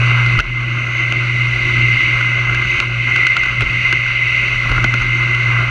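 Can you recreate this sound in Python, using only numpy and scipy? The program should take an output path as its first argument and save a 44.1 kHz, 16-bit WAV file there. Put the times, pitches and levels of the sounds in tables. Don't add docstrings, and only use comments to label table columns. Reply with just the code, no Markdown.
import sys
import numpy as np
from scipy import signal
from scipy.fft import rfft, irfft
from scipy.io import wavfile
from scipy.ndimage import uniform_filter1d

SR = 44100
rng = np.random.default_rng(int(sys.argv[2]) if len(sys.argv) > 2 else 0)


def pcm_store(signal):
    levels = np.round(np.clip(np.atleast_2d(signal), -1, 1) * 32767)
    wavfile.write(sys.argv[1], SR, levels.astype(np.int16).T)


N = 251370
TIME = np.arange(N) / SR


def undb(db):
    return 10 ** (np.asarray(db) / 20)


def unit(x):
    return x / np.sqrt(np.mean(x ** 2))


def faders(table):
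    times, *columns = np.transpose(table)
    return [undb(np.interp(TIME, times, db)) for db in columns]


def swells_db(events, width_s):
    return sum(db * np.exp(-.5 * ((TIME - s) / width_s) ** 2) for s, db in events)


def drift(rate_hz):
    size = max(int(SR / rate_hz), 2)
    steps = rng.standard_normal(4000).take(np.arange(N) // size, mode="wrap")
    return 1.3 * uniform_filter1d(uniform_filter1d(steps, size), size)


def colour(x, spectrum):
    hz, db = np.transpose(spectrum)
    octave = np.log2(np.maximum(np.fft.rfftfreq(16384, 1 / SR), 1))
    points = np.log2(hz)
    outside = np.abs(octave - np.clip(octave, points[0], points[-1]))
    curve_db = np.interp(octave, points, db) - np.minimum(120 * outside, 70)
    cepstrum = irfft(np.log(undb(curve_db)))
    half = len(cepstrum) // 2
    cepstrum[1:half] *= 2
    cepstrum[half + 1:] = 0
    response = irfft(np.exp(rfft(cepstrum)))[:half]
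    return signal.fftconvolve(x, response)[:N]


def rush(spectrum, flicker_db):
    return unit(colour(rng.standard_normal(N), spectrum)) * undb(flicker_db * drift(28))


def steady(x, share, span_s):
    size = int(span_s * SR)
    power = uniform_filter1d(uniform_filter1d(x ** 2, size), size)
    return unit(x / power ** (share / 2))


def ring(force, modes):
    t = TIME[:SR // 3]
    response = sum((-1) ** k * undb(db - 60 * t / t60) * np.sin(2 * np.pi * hz * t)
                   for k, (hz, t60, db) in enumerate(modes))
    return signal.fftconvolve(force, response / np.abs(response).max())[:N]


def scrapes(times, levels_db, decay_s):
    force, t = np.zeros(N + SR), TIME[:SR // 20]
    for s, db, grain in zip(times, levels_db, rng.standard_normal((len(times), len(t)))):
        burst = grain ** 3 * (1 - np.exp(-t / 0.0012)) * np.exp(-t / decay_s)
        start = int(s * SR)
        force[start:start + len(t)] += undb(db) * burst / np.linalg.norm(burst)
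    return force[:N]


def blows(times, levels_db):
    force = np.zeros(N)
    force[(times * SR).astype(int)] = undb(levels_db)
    return force


# time in seconds, then rumble, chatter and brush load faders in dB.
CARPET_RIDE = [(0, -33, -23, -36.0), (0.24, -34.5, -25, -35), (0.36, -28, -26, -35),
               (0.86, -40.5, -30, -34.5), (1.1, -38, -28.5, -38.0), (1.5, -34, -29, -40),
               (1.72, -29.5, -28, -32.5), (2.34, -37.5, -28.5, -39.0), (2.52, -31, -26.5, -36),
               (2.94, -36.5, -30.5, -37.0), (3.3, -38, -27.5, -39), (3.66, -29, -29, -39),
               (4.08, -37.5, -30, -44), (4.56, -31, -28.5, -42.5), (4.78, -30, -26.5, -34.5),
               (5.3, -38.5, -30, -36), (5.6, -33.5, -24.5, -34), (5.7, -31.5, -23.5, -38)]
# pitch in Hz, 60 dB decay time in seconds, relative level in dB.
HOUSING_MODES = [(1093, 0.018, -5), (1254, 0.016, -2), (1424, 0.021, -0.5), (1496, 0.027, -2.5),
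                 (1574, 0.024, -3.5)]
# frequency in Hz, gain in dB.
BRISTLE_EQ = [(80, -5.5), (110, 9), (155, -1.5), (200, -5), (270, -12), (325, -11), (370, 1), (440, -7.5),
              (700, -2.5), (820, -13.5), (960, -19.5), (1100, -2), (1500, 5.5), (1790, -16), (2300, -19.5)]
CAVITY_EQ = [(130, 6), (160, 6.5), (195, -16), (240, 0), (285, 1.5), (325, 7), (370, 0.5), (430, -16.5)]
WHEEL_EQ = [(10, -32.5), (24, -14), (36, -6), (46, -10), (56, 2.5), (72, -22), (100, -8), (170, -16),
            (400, -37.5)]


def rolling():
    rumble, chatter, brush_load = faders(CARPET_RIDE)
    tapping = rng.random(N) < 2000 / SR
    taps = tapping * rng.standard_normal(N) * undb(1.2 * rng.exponential(size=N))
    shell = undb(-1.06 + 1.8 * drift(25)) * chatter * unit(ring(taps, HOUSING_MODES))
    bristles = undb(-7) * chatter * rush(BRISTLE_EQ, flicker_db=3)
    cavity = undb(-3) * brush_load * rush(CAVITY_EQ, flicker_db=3)
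    wheels = undb(2.35) * rumble * steady(rush(WHEEL_EQ, flicker_db=3.2), share=0.78, span_s=0.07)
    return wheels + shell + bristles + cavity


# time in seconds, fader in dB.
HUM_FADER = [(0, -13), (0.76, -18), (0.84, -23.5), (1.48, -17.5), (1.62, -23.5), (1.84, -14.5),
             (2.02, -21.5), (2.56, -20), (2.72, -25.5), (2.98, -20.0), (3.46, -34), (3.61, -17.5),
             (3.8, -26.0), (4.56, -26.5), (4.78, -18.5), (5.38, -20), (5.57, -16), (5.7, -20.5)]
# centre in seconds, depth in dB.
HUM_DROPOUTS = [(.44, 22), (2.01, 13), (2.8, 10.5), (3.665, 16), (5.03, 7)]
# multiple of the hum's pitch, relative level in dB.
HUM_HARMONICS = [(2, -8), (3, -4.5), (4, -25.5), (5, -19.5)]
MAINS_HZ, SHAFT_HZ = 60, 561.6


def motor():
    hum_gain = faders(HUM_FADER)[0] * undb(0.5 - swells_db(HUM_DROPOUTS, width_s=0.022))
    _, _, brush_load = faders(CARPET_RIDE)
    phase = 2 * np.pi * 2 * MAINS_HZ * TIME + 0.64 * drift(4)
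    buzz = sum(undb(db + 3 * drift(5.8)) * np.sin(multiple * phase + 0.099 * drift(20))
               for multiple, db in HUM_HARMONICS)
    shaft = undb(-48 + drift(2.1)) * np.sin(2 * np.pi * SHAFT_HZ * TIME + 0.57 * drift(1.8))
    return np.sqrt(2) * (hum_gain * np.sin(phase) + undb(-2.5) * brush_load * buzz + shaft)


# frequency in Hz, gain in dB.
HISS_EQ = [(2600, -2.5), (3190, -2), (3330, -0.5), (3620, -2), (3810, 3.5), (3980, -3.5), (4170, 2),
           (4340, -9), (4560, -1), (4900, -12.5), (5350, -18), (5750, -14)]
AIRY_EQ = [(5400, -9), (5780, 2), (6030, 2.5), (6200, -6.5), (6450, -4), (6750, -11), (7650, -12),
           (7950, -19.5), (8580, -11.5), (9050, -23.5), (9600, -18), (10600, -20.5), (11100, -39.5),
           (15000, -43)]
THIN_WHISTLE_EQ = [(6100, -19.5), (6290, -1.5), (6480, -15.5)]
# centre in seconds, rise in dB.
THIN_WHISTLE_SWELLS = [(.95, 11.5), (2.7, 5), (5.35, 5.5)]


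def nozzle():
    hiss = undb(0.3) * rush(HISS_EQ, flicker_db=0.96)
    airy_top = undb(-10.5) * rush(AIRY_EQ, flicker_db=0.55)
    thin_gain = undb(-17 + swells_db(THIN_WHISTLE_SWELLS, width_s=0.13))
    return hiss + airy_top + thin_gain * rush(THIN_WHISTLE_EQ, flicker_db=2.4)


# pitch in Hz, relative bandwidth, relative level in dB.
DUCT_RESONANCES = [(2078, 69.7, 0), (2016, 59, -7), (2140, 220, -12.5)]


def duct_whistle():
    tone = 0
    for hz, width, db in DUCT_RESONANCES:
        pole = np.exp(-2 * np.pi * 0.59 * width / SR)
        eddies = rng.standard_normal(N) + 1j * rng.standard_normal(N)
        swing = signal.lfilter([1], np.poly([pole, pole]), eddies)
        tone += undb(db) * unit(np.real(swing * np.exp(2j * np.pi * hz * TIME)))
    return steady(tone, share=0.29, span_s=0.032)


# time in seconds, then duct whistle, exhaust and nozzle faders in dB.
AIR_FADERS = [(0, -22, -21, -35.5), (0.36, -19.5, -23.5, -38), (0.9, -23, -26.5, -41.5),
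              (1.02, -18.5, -23.5, -39.0), (1.14, -21.0, -25.5, -40.0), (1.56, -19.5, -24.5, -37),
              (2.02, -15.0, -19.5, -35), (2.48, -21, -25.5, -39.5), (2.78, -19, -19.5, -36.0),
              (2.9, -26.5, -28.5, -42), (3.08, -16.5, -22, -37.0), (3.26, -12.5, -21.5, -36),
              (3.6, -22.5, -25.5, -40.5), (3.86, -15, -20.5, -36), (4.0, -19, -23, -39),
              (4.42, -17, -19.5, -36), (4.6, -19, -24.5, -37), (5.56, -18.5, -24, -38.5),
              (5.7, -21.5, -25, -40.5)]
# frequency in Hz, gain in dB.
EXHAUST_EQ = [(1880, -37.5), (2200, 6), (2360, -4), (2480, 3), (2770, 2.5), (2930, -2.5), (3060, -5),
              (3170, -32.5), (3600, -41.5)]


def airflow():
    duct_gain, exhaust_gain, nozzle_gain = faders(AIR_FADERS)
    intake = nozzle_gain * nozzle()
    duct = undb(0.97) * duct_gain * duct_whistle()
    exhaust = undb(0.4) * exhaust_gain * rush(EXHAUST_EQ, flicker_db=0.67)
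    return intake + duct + exhaust


def panel(times, levels_db, pitches_hz, t60_s):
    clacks, t = np.zeros(N + SR), TIME[:SR // 10]
    envelope = (1 - np.exp(-t / 0.00044)) * undb(-60 * t / t60_s)
    for s, db, hz in zip(times, levels_db, pitches_hz):
        start = int(s * SR)
        clacks[start:start + len(t)] += undb(db) * envelope * np.sin(2 * np.pi * hz * t)
    return clacks[:N]


# start in seconds, crack, ring and knock faders in dB, ring pitch in Hz.
LOUD_TICKS = [(0.1134, -31, -11, -30, 1420), (0.2604, -24, -17, -40, 1430), (0.389, -18, -10, -25, 1320),
              (0.3972, -13, 1, -19, 1440), (0.402, -11, -9.5, -26, 1650), (1.1222, -21, -16.5, -27, 1450),
              (2.2102, -28, -10.5, -39, 1450), (2.4954, -37, -13.5, -41, 1440),
              (2.5457, -21.5, -15, -30, 1610), (2.8001, -15, -15.5, -30.5, 1380),
              (3.16, -17.5, -11.5, -43, 1510), (3.267, -12.5, -10.5, -40, 1490),
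              (3.3662, -16, -8, -26, 1400), (3.4335, -21, -13.5, -34, 1490), (3.459, -28, -25, -39, 1500),
              (3.607, -22, -18, -28, 1360), (3.6195, -20.5, -15.5, -20.5, 1460),
              (3.9255, -15.5, -10, -23.5, 1560), (4.7152, -22.5, -14, -21, 1390),
              (4.7627, -33, -15.5, -32, 1360), (4.7814, -34, -10.5, -24, 1416),
              (4.8414, -14.5, -8, -17, 1465), (4.9391, -20, -9.5, -25, 1417),
              (5.018, -27, -17.5, -33, 1360), (5.3468, -24, -25, -32, 1470)]
# frequency in Hz, gain in dB.
CRACK_EQ = [(700, -9.5), (1100, 0), (1800, 1), (2700, 16), (3300, 0), (4500, -1.5), (5300, -11), (6300, -6),
            (8000, -23), (10500, -26), (12500, -43), (15000, -44.5)]
KNOCK_EQ = [(90, 1), (160, 2), (350, 4.5), (480, -1), (680, -2.5), (1000, -6.5)]
# crack, ring and knock faders in dB, ring pitch in Hz.
FAINT_MEAN, FAINT_SPREAD = (-33.5, -21.5, -42, 1481), (2.2, 2.4, 2, 70)


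def ticks(faint_count=12):
    faint_times = rng.uniform(0, TIME[-1] - 0.05, faint_count)
    faint_voices = rng.normal(FAINT_MEAN, FAINT_SPREAD, (faint_count, 4))
    faint_ticks = np.column_stack([faint_times, faint_voices])
    times, crack_db, ring_db, knock_db, ring_hz = np.vstack([LOUD_TICKS, faint_ticks]).T
    snap = 0.8 * blows(times + 0.002, crack_db)
    crack = undb(23.5) * colour(scrapes(times, crack_db, decay_s=0.003) + snap, CRACK_EQ)
    clack = undb(4) * panel(times, ring_db, ring_hz, t60_s=0.032)
    knock = undb(36.5) * colour(scrapes(times, knock_db, decay_s=0.0079), KNOCK_EQ)
    return crack + clack + knock


# start in seconds, then thud and clatter faders in dB.
HEAD_BUMPS = [(0.376, -6.5, -20), (2.488, -28, -34), (3.605, -22, -11), (4.692, -10.5, -14.5),
              (4.765, -27, -19), (4.998, -18, -24)]
# pitch in Hz, 60 dB decay time in seconds, relative level in dB.
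CHASSIS_MODES = [(39, 0.65, -0.5), (58.5, 0.13, 1), (85, 0.11, 2), (144, 0.036, -1.5), (256, 0.032, -9.5),
                 (317, 0.095, -15.5)]
# frequency in Hz, gain in dB.
CLATTER_EQ = [(600, -22.5), (1000, -3), (1450, -4), (1800, -1.5), (2300, 1), (2700, 4), (3200, -14),
              (6300, -36), (10500, -34)]


def bumps():
    times, thud_db, clatter_db = np.transpose(HEAD_BUMPS)
    thud = ring(blows(times, thud_db), CHASSIS_MODES)
    clatter = undb(31) * colour(scrapes(times, clatter_db, decay_s=0.0061), CLATTER_EQ)
    return thud + clatter


def gain_control(x, threshold_db=-9.5, window_s=0.006, release_db_per_s=17.5):
    power = uniform_filter1d(x ** 2, int(window_s * SR))
    over_db = 10 * np.log10(np.maximum(power / undb(threshold_db) ** 2, 1))
    release_db = release_db_per_s * TIME
    duck_db = np.maximum.accumulate(over_db + release_db, axis=-1) - release_db
    return x * undb(-duck_db)


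def scene():
    return (motor() + airflow() + rolling() + ticks() + bumps())[None]


def record(dry, top_hz=15300):
    ducked = gain_control(dry)
    rounded = ducked / (1 + ducked ** 8) ** (1 / 8)
    lowpass = signal.ellip(8, 0.2, 70, top_hz, fs=SR, output="sos")
    return signal.sosfilt(lowpass, rounded)


dry = scene()
out = record(dry)
pcm_store(out)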